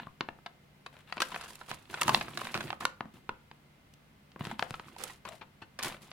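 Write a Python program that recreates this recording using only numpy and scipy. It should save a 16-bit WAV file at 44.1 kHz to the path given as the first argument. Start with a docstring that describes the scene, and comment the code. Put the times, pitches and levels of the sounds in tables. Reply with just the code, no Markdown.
"""A faint hum in a quiet room, then nail taps and rustling: a small paper leaflet close to the microphone.
It is turned over, spread out, held up and laid aside. Creases snap, fingers tap and a few very bright ticks
jingle, perhaps a bracelet: short cracks and decaying noise, shaped by resonances. Between them the sheet
flexes, crinkles and slides on skin: filtered noise following the hands' strokes, with small crackles.
Two short low resonances sound late on; all this rings in the table and room, over steady hum and air."""
import sys
import numpy as np
from scipy import signal
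from scipy.fft import rfft, irfft, next_fast_len
from scipy.io import wavfile
from scipy.ndimage import uniform_filter1d

SR = 44100
rng = np.random.default_rng(int(sys.argv[2]) if len(sys.argv) > 2 else 0)


def master(y):
    """Save y as 16-bit WAV."""
    cut = np.clip(np.atleast_2d(y).T, -1, 1)
    pcm = np.round(cut * 32767)  # scale
    wavfile.write(sys.argv[1], SR, pcm.astype(np.int16))


N = 269892
TIME = np.arange(N) / SR  # s
SIDES = np.array([[1], [-1]])  # signs of left and right

# Still room air, spectrum: f/Hz, density/dB (relative)
AIR_COLOUR = [(32, -13), (50, 0), (230, -2), (310, -8.5), (2800, -16.5), (6500, -29), (16000, -31)]
# Hum and whine of an appliance: f/Hz, mean level/dB
HUM_TONES = [(145.3, -70), (199.2, -76), (2073, -81.5)]
# Strokes of the hands: start t/s, length/s, level at the start/dB, flexing/dB and sliding/dB re that level
HAND_STROKES = [(-0.02, 0.025, -43, -8.5, -32), (0.926, 0.061, -55, -22, -11),
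                (1.069, 0.28, -57.5, -28, -8), (1.2, 0.13, -54, -14, 0), (1.315, 0.18, -48, -15, -5),
                (1.479, 0.28, -61.5, -5.5, 2.5), (1.678, 0.058, -49, -5.5, -3.5), (1.783, 0.3, -62, -8, -3),
                (1.893, 0.028, -52.5, 7, -0.5), (1.927, 0.079, -43.5, -22, -6), (2.006, 0.053, -44, 2, -9),
                (2.067, 0.11, -39.5, -1, -2), (2.2, 0.16, -48, 1, -8.5), (2.373, 0.2, -44.5, -8, -5.5),
                (2.544, .15, -44, -1.5, -6.5), (2.801, 0.031, -49.5, 3.5, -2),
                (3.136, 0.047, -60, 4.5, -11.5), (4.392, 0.054, -49, 0, -11), (4.44, 0.08, -46, -5.5, -9.5),
                (4.585, 0.42, -55, -3, -5), (4.982, 0.14, -48, -12, -5), (5.249, 0.036, -47.5, -9, -12),
                (5.317, 0.015, -50.5, -8, -3.5), (5.791, 0.05, -42.5, -12, -12),
                (5.845, .035, -38, -5.5, -4.5), (5.881, 0.065, -46.5, -9, -5),
                (6.008, 0.078, -60, -2.5, -3)]
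# Where the hands work: t/s, left minus right level/dB
HAND_PLACE = [(.2, 1), (1.12, 4), (1.22, 1.8), (1.7, -3.5), (2.05, 0), (2.85, -2.5), (3.0, 3.4), (3.29, .5),
              (4.59, 1), (4.63, 5), (5.04, -6), (5.25, 5.5), (5.8, .5)]
# Dull flexing of the sheet, spectrum: f/Hz, density/dB (relative)
FLEX_SPECTRUM = [(30, -27), (130, 2.5), (380, -3.5), (600, -33)]
# Crinkling fibres, spectrum: f/Hz, density/dB (relative)
CRINKLE_SPECTRUM = [(250, -10.5), (1050, -1.5), (2150, -2), (2650, -2), (4200, -8), (6500, -55)]
# Paper sliding on skin, spectrum: f/Hz, density/dB (relative)
SLIDE_SPECTRUM = [(2800, 4), (4600, 4), (6000, 0.5), (10000, 2), (16000, -10)]
# Fingertip or nail on the sheet: t/s, midrange level/dB, ring f/Hz, thump/dB, sparkle/dB
FINGER_TAPS = [(0.07, -44, 1020, 13, -76), (0.2083, -32.5, 3200, 5, -8.5), (0.2877, -37.5, 1590, 6.5, -21),
               (0.388, -57.5, 900, 17, -23), (1.1701, -41.5, 980, 5.5, 0), (1.7144, -37, 1370, 0, 3.5),
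               (2.2828, -43, 1210, 7, -3), (2.7042, -35.5, 2570, -23, -6), (2.729, -35.5, 1069, -2, -6),
               (3.0073, -34, 1280, 1.5, -19), (3.056, -53.5, 675, 28.5, -25), (3.2926, -32, 1280, 5, -8.5),
               (3.5138, -50.5, 2500, 4, -8), (4.318, -66, 3090, 12, 12), (4.3611, -47, 1220, 16, -35),
               (4.409, -42, 695, 22, -27), (4.47, -44, 900, 22, 12), (4.5941, -33, 2100, 1, -0.5),
               (4.6253, -29, 1540, -2.5, -3.5), (4.7077, -43.5, 1100, 18.5, 16.5),
               (4.797, -42.5, 1400, -3, -4), (6.1155, -49.5, 2362, -16, 5)]
# Creases and a few very bright ticks, perhaps a bracelet (those with sparkle near 30 dB):
# t/s, midrange level/dB, ring f/Hz, length/s, sparkle/dB
SNAPS_AND_TICKS = [(0.461, -40.5, 1440, 0.0042, -1.5), (0.862, -43, 1970, 0.0043, 5.5),
                   (1.124, -36.5, 1960, 0.003, -2), (1.178, -41.5, 2480, 0.0053, -11),
                   (1.2025, -31.5, 1480, 0.005, 10.5), (1.219, -28.5, 1440, 0.0023, 15),
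                   (1.2227, -32, 1600, 0.0056, 16), (1.317, -42, 1090, 0.008, 8),
                   (1.343, -38, 1931, 0.006, -3), (1.3608, -37.5, 1760, 0.0015, -23),
                   (1.41, -45.5, 1420, 0.0079, 17), (1.436, -46.5, 1380, 0.0078, 15),
                   (1.5547, -57, 1200, 0.002, 29), (1.611, -43.5, 1390, 0.007, -7),
                   (1.9403, -35.5, 1530, 0.0038, 8), (2.0124, -36.5, 1300, 0.0045, 27.5),
                   (2.0178, -27.5, 940.5, 0.0022, 8), (2.0317, -42.5, 2000, 0.0024, 29),
                   (2.0797, -24.5, 1010, 0.0028, 14), (2.092, -21.5, 910, 0.0046, 12),
                   (2.1464, -23, 3900, 0.00088, -1.5), (2.21, -34, 1660, 0.0046, 3),
                   (2.374, -35.5, 1624, 0.0021, 10.5), (2.415, -36, 1100, 0.0027, 1),
                   (2.452, -42.5, 1900, 0.0016, 0), (2.47, -40.5, 1990, 0.0018, 2),
                   (2.5426, -36.5, 2300, 0.0014, 4), (2.5482, -31.5, 1380, 0.014, -4),
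                   (2.576, -39, 1550, 0.00081, 10), (2.606, -36, 1420, 0.0045, 3),
                   (2.807, -40, 1293, 0.0052, 4), (2.8187, -37.5, 890, 0.018, -8),
                   (2.8525, -25, 1340, 0.0015, 13.5), (3.938, -77.5, 2900, 0.0017, 34.5),
                   (4.4513, -44.5, 1870, 0.0023, 8.5), (4.5126, -37.5, 770, 0.0038, 5),
                   (4.7406, -38, 1330, 0.0035, -5), (4.8824, -52.5, 1500, 0.003, -5),
                   (4.9638, -47, 950, 0.0013, 3.5), (5.0368, -44.5, 1212, 0.0029, 30.5),
                   (5.098, -48.5, 1920, 0.0023, -6), (5.251, -40, 1020, 0.0056, 0),
                   (5.288, -50.5, 1300, 0.0029, 22), (5.411, -43, 2183, 0.02, -11),
                   (5.617, -44.5, 1430, 0.019, -1.5), (5.789, -39, 1800, 0.0052, 14),
                   (5.827, -45, 1796, 0.0029, 27.5), (5.833, -45, 1800, 0.0026, 31),
                   (5.8447, -38, 1530, 0.0048, 13)]
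# Colour shared by snaps, ticks, taps and crackles: f/Hz, gain/dB (relative)
CRACK_COLOUR = [(40, -17), (130, -0.5), (380, -3), (900, 6), (1500, 1.5), (2200, -5.5), (2650, -4.5),
                (3200, -10.5), (4500, -16.5), (5800, -22), (11000, -31), (15500, -48.5)]
# Short low resonances, a dull table-like ring near 500 Hz and a rub near 650 Hz:
# t/s of the peak, f/Hz, Gaussian spread/s, level/dB
LOW_RESONANCES = [(5.028, 503, 0.027, -50.5), (5.311, 650, 0.031, -52)]
# Likeness of left and right, close sounds: f/Hz, coherence/1
CLOSE_LIKENESS = [(1200, .93), (3200, .55), (12000, 0)]
# Likeness of left and right, room sound: f/Hz, coherence/1
DIFFUSE_LIKENESS = [(200, 0.89), (1000, 0)]
# Reverberant tail, spectrum: f/Hz, gain/dB (relative)
TAIL_COLOUR = [(50, 16), (120, 4.5), (250, 4), (15000, -2.5)]
# Reverberation time: f/Hz, t60/s
REVERB_T60 = [(120, 0.31), (1000, 0.31), (14000, 0.19)]
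# Ring of the table top, response to a unit impulse: f/Hz, level/dB, t60/s
TABLE_RINGS = [(522, -58, 0.34)]

AIR_DB, HUM_WAVER_DB = -62, 1.5
# each stroke takes hold, eases off while it lasts, and dies away
ATTACK_S, EASE_DB_PER_S, RELEASE_DB_PER_S = 0.0033, 21, 267.5
RESTING_DB = -86  # crinkling level between strokes
FIBRE_DB = -4  # fine crinkle relative to the stroke
CATCH_SPREAD_DB = 8
# small creases give way at random; their level is relative to the stroke
CRACKLES_PER_S, CRACKLE_DB, CRACKLE_SPREAD_DB = 55, -6, 3
CRACKLE_S, CRACKLE_SPARKLE_DB, CRACKLE_OCTAVES = 0.0012, -7, 0.6
# the left side hears the sheet slightly later, less so as the hands move left
MIC_LAG_S, LAG_S_PER_DB = 0.00005, 0.00002
# a small panel rings higher and crisper; a sharp break lifts the upper midrange with the sparkle
PANEL_HZ, CRISP_DB, CRISP_DB_PER_OCTAVE, CRISP_PER_SPARKLE = 1370, 5.0, 7.5, 0.45
# the finger damps the panel it taps: main ring, lesser rings, and weight of the first crack
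TAP_S, TAP_RING_DB, TAP_RIPPLE_DB, TAP_CRACK = 0.0022, 2, 1.5, 34
# thump of a snap as short as a tap, and its rise with length
SNAP_THUMP_DB, THUMP_DB_PER_DOUBLING = -8.5, 5
CUTOFF_HZ = 16200


def from_db(db):
    """Decibels to amplitude gain."""
    return 10 ** (np.asarray(db) / 20)


def rms_one(x):
    """Scale to unit power."""
    return x / np.sqrt(np.mean(x ** 2) + 1e-20)


def at_hz(points, hz):
    """Read a table along a log-frequency axis."""
    knots, values = np.transpose(points)
    return np.interp(np.log(hz + 1), np.log(knots), values)


def bins(size):
    """Frequencies of a spectrum in Hz."""
    return np.fft.rfftfreq(size, 1 / SR)


def causal(gain_db):
    """Minimum-phase response with these gains: nothing sounds before its cause."""
    cepstrum = irfft(np.log(from_db(gain_db)))
    half = len(cepstrum) // 2
    cepstrum[1:half] *= 2
    cepstrum[half + 1:] = 0
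    return np.exp(rfft(cepstrum))


def coloured(x, colour, size=4096):
    """Filter a stereo signal by a colour table."""
    response = irfft(causal(at_hz(colour, bins(size))))
    return signal.fftconvolve(x, response[None], axes=1)[:, :x.shape[1]]


def stereo_noise(likeness, size):
    """White noise whose two sides agree by frequency, mixed from a shared and an opposed part."""
    padded = next_fast_len(size, True)
    mid, side = rfft(rng.standard_normal((2, padded)))
    alike = np.clip(at_hz(likeness, bins(padded)), -1, 1)
    shared = np.sqrt((1 + alike) / 2) * mid
    opposed = np.sqrt((1 - alike) / 2) * side
    return irfft(shared + opposed * SIDES, padded)[:, :size]


def flutter(per_s):
    """Random unevenness: values of spread 1 drawn so many times a second, joined by straight lines."""
    steps = rng.standard_normal(N // 16)
    return np.interp(TIME * per_s, np.arange(len(steps)), steps)


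def background():
    """Still room air as diffuse noise, and an appliance's slightly wavering tones."""
    noise = coloured(stereo_noise(DIFFUSE_LIKENESS, N), AIR_COLOUR)
    air = from_db(AIR_DB) * rms_one(noise)
    hum = 0
    for hz, db in HUM_TONES:
        level = np.sqrt(2) * from_db(db + HUM_WAVER_DB * flutter(6.8))
        hum = hum + level * np.sin(2 * np.pi * (hz * TIME + rng.random()))
    return air + hum


def handling():
    """Levels in dB of crinkling, flexing and sliding: in each stroke they share one envelope."""
    power = np.zeros((3, N))
    power[0] = from_db(RESTING_DB) ** 2
    for start, length, db, flex_db, slide_db in HAND_STROKES:
        near = (TIME > start) & (TIME < start + length + 0.5)
        age = TIME[near] - start
        falling_db = db - EASE_DB_PER_S * age - RELEASE_DB_PER_S * np.maximum(age - length, 0)
        gain = np.minimum(age / ATTACK_S, 1) * from_db(falling_db)
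        power[:, near] += np.outer(from_db([0, flex_db, slide_db]), gain) ** 2
    return 10 * np.log10(power + 1e-14)


def friction(colour, level_db, grain_db, catch_db, catches_per_s=58, catch_s=0.0082):
    """Countless tiny slips; now and then the paper catches and lets go with a burst that dies at once."""
    caught = rng.random(N) < catches_per_s / SR
    strength_db = catch_db + CATCH_SPREAD_DB * np.clip(rng.standard_normal(N), -2, 1)
    catches = caught * from_db(strength_db)
    bursts = signal.lfilter([1], [1, -np.exp(-1 / (catch_s * SR))], catches + 1e-18)
    grain = from_db(grain_db * np.minimum(flutter(2000), 2))
    slips = rms_one((1 + bursts) * grain)
    noise = coloured(stereo_noise(CLOSE_LIKENESS, N) * slips * from_db(level_db), colour)
    # undo the overall gain of the colour
    return noise / np.sqrt(np.mean(from_db(at_hz(colour, bins(N))) ** 2))


def bending(x, swing_db=-1.5, changes_per_s=16, sharpness=14, count=18):
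    """As the sheet bends, its narrow resonances come and go."""
    out = x
    for hz in np.geomspace(480, 4800, count) * np.exp(rng.normal(0, 0.028, count)):
        mode = signal.lfilter(*signal.iirpeak(hz, sharpness, fs=SR), x)
        gain = from_db(swing_db * np.minimum(flutter(changes_per_s), 2))
        out = out + mode * (gain - 1)
    return out * np.std(x) / np.std(out)


def evened(spectrum, over_hz=700):
    """Level the broad tilt of a spectrum and keep its fine ripple."""
    power = np.mean(np.abs(spectrum) ** 2, axis=0)
    return spectrum / np.sqrt(uniform_filter1d(power, int(2 * over_hz / SR * len(power))))


def arrival(s, hz):
    """The sound reaches the two sides at slightly different times, as phase over frequency."""
    scatter = 1 + np.clip(rng.normal(), -1, 1) / 2
    lag = MIC_LAG_S * scatter - LAG_S_PER_DB * np.interp(s, *np.transpose(HAND_PLACE))
    return np.exp(-2j * np.pi * hz * (2 * MIC_LAG_S + lag / 2 * SIDES))


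def panel(hz, ring_hz, ring_db, ripple_db, ring_width=0.1):
    """Gain in dB of a free panel: one broad resonance, and lesser ones drawn anew for every event."""
    main = ring_db / (1 + (np.log((hz + 1) / ring_hz) / ring_width) ** 2)
    low_cut = ring_db / 2 * np.exp(-(hz / ring_hz / 2) ** 2)
    size = 2 * (len(hz) - 1)
    lesser = ripple_db * np.interp(np.sqrt(hz) / 2, np.arange(size), rng.standard_normal(size))
    return main - low_cut + lesser


def cracks(events, crack, ring_db, ripple_db=7.0, ring_up_s=0.00029, build=0.15, size=2048):
    """Each event is one sharp crack and a burst of decaying noise, like bending waves crossing a sheet."""
    out, hz, age = np.zeros((2, N + size)), bins(size), np.arange(size) / SR
    midrange = (hz > 400) & (hz < 2000)
    fade = np.cos(np.linspace(0, np.pi / 2, size)) ** 2
    for s, db, ring_hz, length, thump_db, sparkle_db in events:
        length = max(length, age[10])
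        progress = age / length
        envelope = np.exp(-progress) * (1 - np.exp(-progress / build))
        waves = stereo_noise(CLOSE_LIKENESS, size) * envelope
        # the crack is strongest when the event is short, and weighs most in the treble
        impulse = crack * (1 + hz / ring_hz / 2) * np.sqrt(progress[1])
        strike = (impulse + rfft(waves)) * arrival(s, hz)
        bite_db = CRISP_DB + CRISP_DB_PER_OCTAVE * np.log2(ring_hz / PANEL_HZ) + CRISP_PER_SPARKLE * sparkle_db
        tone = [(170, thump_db), (600, 0.0013), (1500, 0.00066), (4500, bite_db),
                (9000, sparkle_db), (14000, 1.17 * sparkle_db)]
        # a very short event barely wakes the panel
        panel_db = panel(hz, ring_hz, ring_db, ripple_db) / (1 + (ring_up_s / length) ** 2)
        spectrum = evened(strike) * causal(at_hz(CRACK_COLOUR, hz) + at_hz(tone, hz) + panel_db)
        # level is the midrange power over a hundredth of a second
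        power = np.sum(irfft(spectrum * midrange) ** 2) / 2 / (0.01 * SR)
        start = int(s * SR)
        out[:, start:start + size] += irfft(spectrum) / np.sqrt(power) * from_db(db) * fade
    return out[:, :N]


def crackles(crinkling):
    """Each stroke sheds small snaps at uneven moments, following its level; a longer stroke sheds more."""
    times = []
    for start, length, *_ in HAND_STROKES:
        count = 2 + int(CRACKLES_PER_S * length)
        times.extend(start + length * (np.arange(count) + rng.random(count)) / count)
    chance = np.clip(rng.standard_normal((len(times), 3)), -2, 2)
    events = []
    for s, (strength, pitch, sharpness) in zip(np.clip(times, 0, TIME[-1]), chance):
        db = crinkling[int(s * SR)] + CRACKLE_DB + CRACKLE_SPREAD_DB * strength
        ring_hz = PANEL_HZ * 2 ** (CRACKLE_OCTAVES * pitch)
        sparkle_db = CRACKLE_SPARKLE_DB + CRACKLE_SPREAD_DB * sharpness
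        events.append((s, db, ring_hz, CRACKLE_S, SNAP_THUMP_DB, sparkle_db))
    return cracks(events, crack=17, ring_db=TAP_RING_DB, size=1024)


def rustle():
    """The sheet flexes dully, its fibres crinkle and crackle, and fingers slide over it with a fine hiss."""
    crinkling, flexing, sliding = handling()
    flex = friction(FLEX_SPECTRUM, flexing, grain_db=0.0, catch_db=4)
    crinkle = friction(CRINKLE_SPECTRUM, crinkling + FIBRE_DB, grain_db=1.0, catch_db=4,
                       catches_per_s=110, catch_s=0.003)
    slide = friction(SLIDE_SPECTRUM, sliding, grain_db=2.5, catch_db=2.5)
    return flex + bending(crinkle) + slide + crackles(crinkling)


def room(x, wet_db=-14.5, first_echo_s=0.0017, size=24000):
    """The table's decaying ring and a diffuse tail that dies sooner in the treble."""
    age, hz = np.arange(size) / SR, bins(size)
    noise, tail = rfft(stereo_noise(DIFFUSE_LIKENESS, size)), 0
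    edges = np.append(0, np.geomspace(180, SR / 2, 10))
    for low, high in zip(edges, edges[1:]):
        t60 = at_hz(REVERB_T60, (low + high) / 2)
        band = irfft(noise * ((hz >= low) & (hz < high)))
        tail = tail + band * from_db(-60 * age / t60)
    tail = tail * np.clip(age / first_echo_s - 1, 0, 1)
    tail = from_db(wet_db) * coloured(tail / np.sqrt(np.sum(tail ** 2) / 2), TAIL_COLOUR)
    table = 0
    for mode_hz, db, t60 in TABLE_RINGS:
        table = table + from_db(db - 60 * age / t60) * np.sin(2 * np.pi * mode_hz * age)
    return signal.fftconvolve(x, tail + table, axes=1)[:, :N]


def taps():
    """Fingertips and nails strike the sheet: all equally short, they push the whole sheet and damp its ring."""
    events = [(s, db, hz, TAP_S, thump_db, sparkle_db) for s, db, hz, thump_db, sparkle_db in FINGER_TAPS]
    return cracks(events, crack=TAP_CRACK, ring_db=TAP_RING_DB, ripple_db=TAP_RIPPLE_DB)


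def snaps_and_ticks():
    """Creases snap and a few very bright ticks sound among them: the longer each lasts, the more it thumps."""
    events = []
    for s, db, hz, length, sparkle_db in SNAPS_AND_TICKS:
        thump_db = SNAP_THUMP_DB + THUMP_DB_PER_DOUBLING * np.log2(length / TAP_S)
        events.append((s, db, hz, length, thump_db, sparkle_db))
    return cracks(events, crack=7.4, ring_db=8, ripple_db=3.5)


def low_resonances(width_hz=110):
    """A dull table-like ring and a higher rub: noise through one resonance each, swelling and fading."""
    out = 0
    for s, hz, spread, db in LOW_RESONANCES:
        ringing = signal.lfilter(*signal.iirpeak(hz, hz / width_hz, fs=SR), rng.standard_normal(N))
        swell = np.exp(-((TIME - s) / spread) ** 2 / 2)
        out = out + from_db(db) * rms_one(ringing) * swell
    return out


def scene():
    """The leaflet and the hands close by, placed left to right by level, in their room."""
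    balance = from_db(np.interp(TIME, *np.transpose(HAND_PLACE)) / 2 * SIDES)
    close = (rustle() + taps() + snaps_and_ticks() + low_resonances()) * balance
    return background() + close + room(close)


def record(dry):
    """A steep low-pass takes off the top of the treble."""
    return signal.sosfilt(signal.ellip(10, 0.2, 80, CUTOFF_HZ, fs=SR, output="sos"), dry)


dry = scene()
out = record(dry)
master(out)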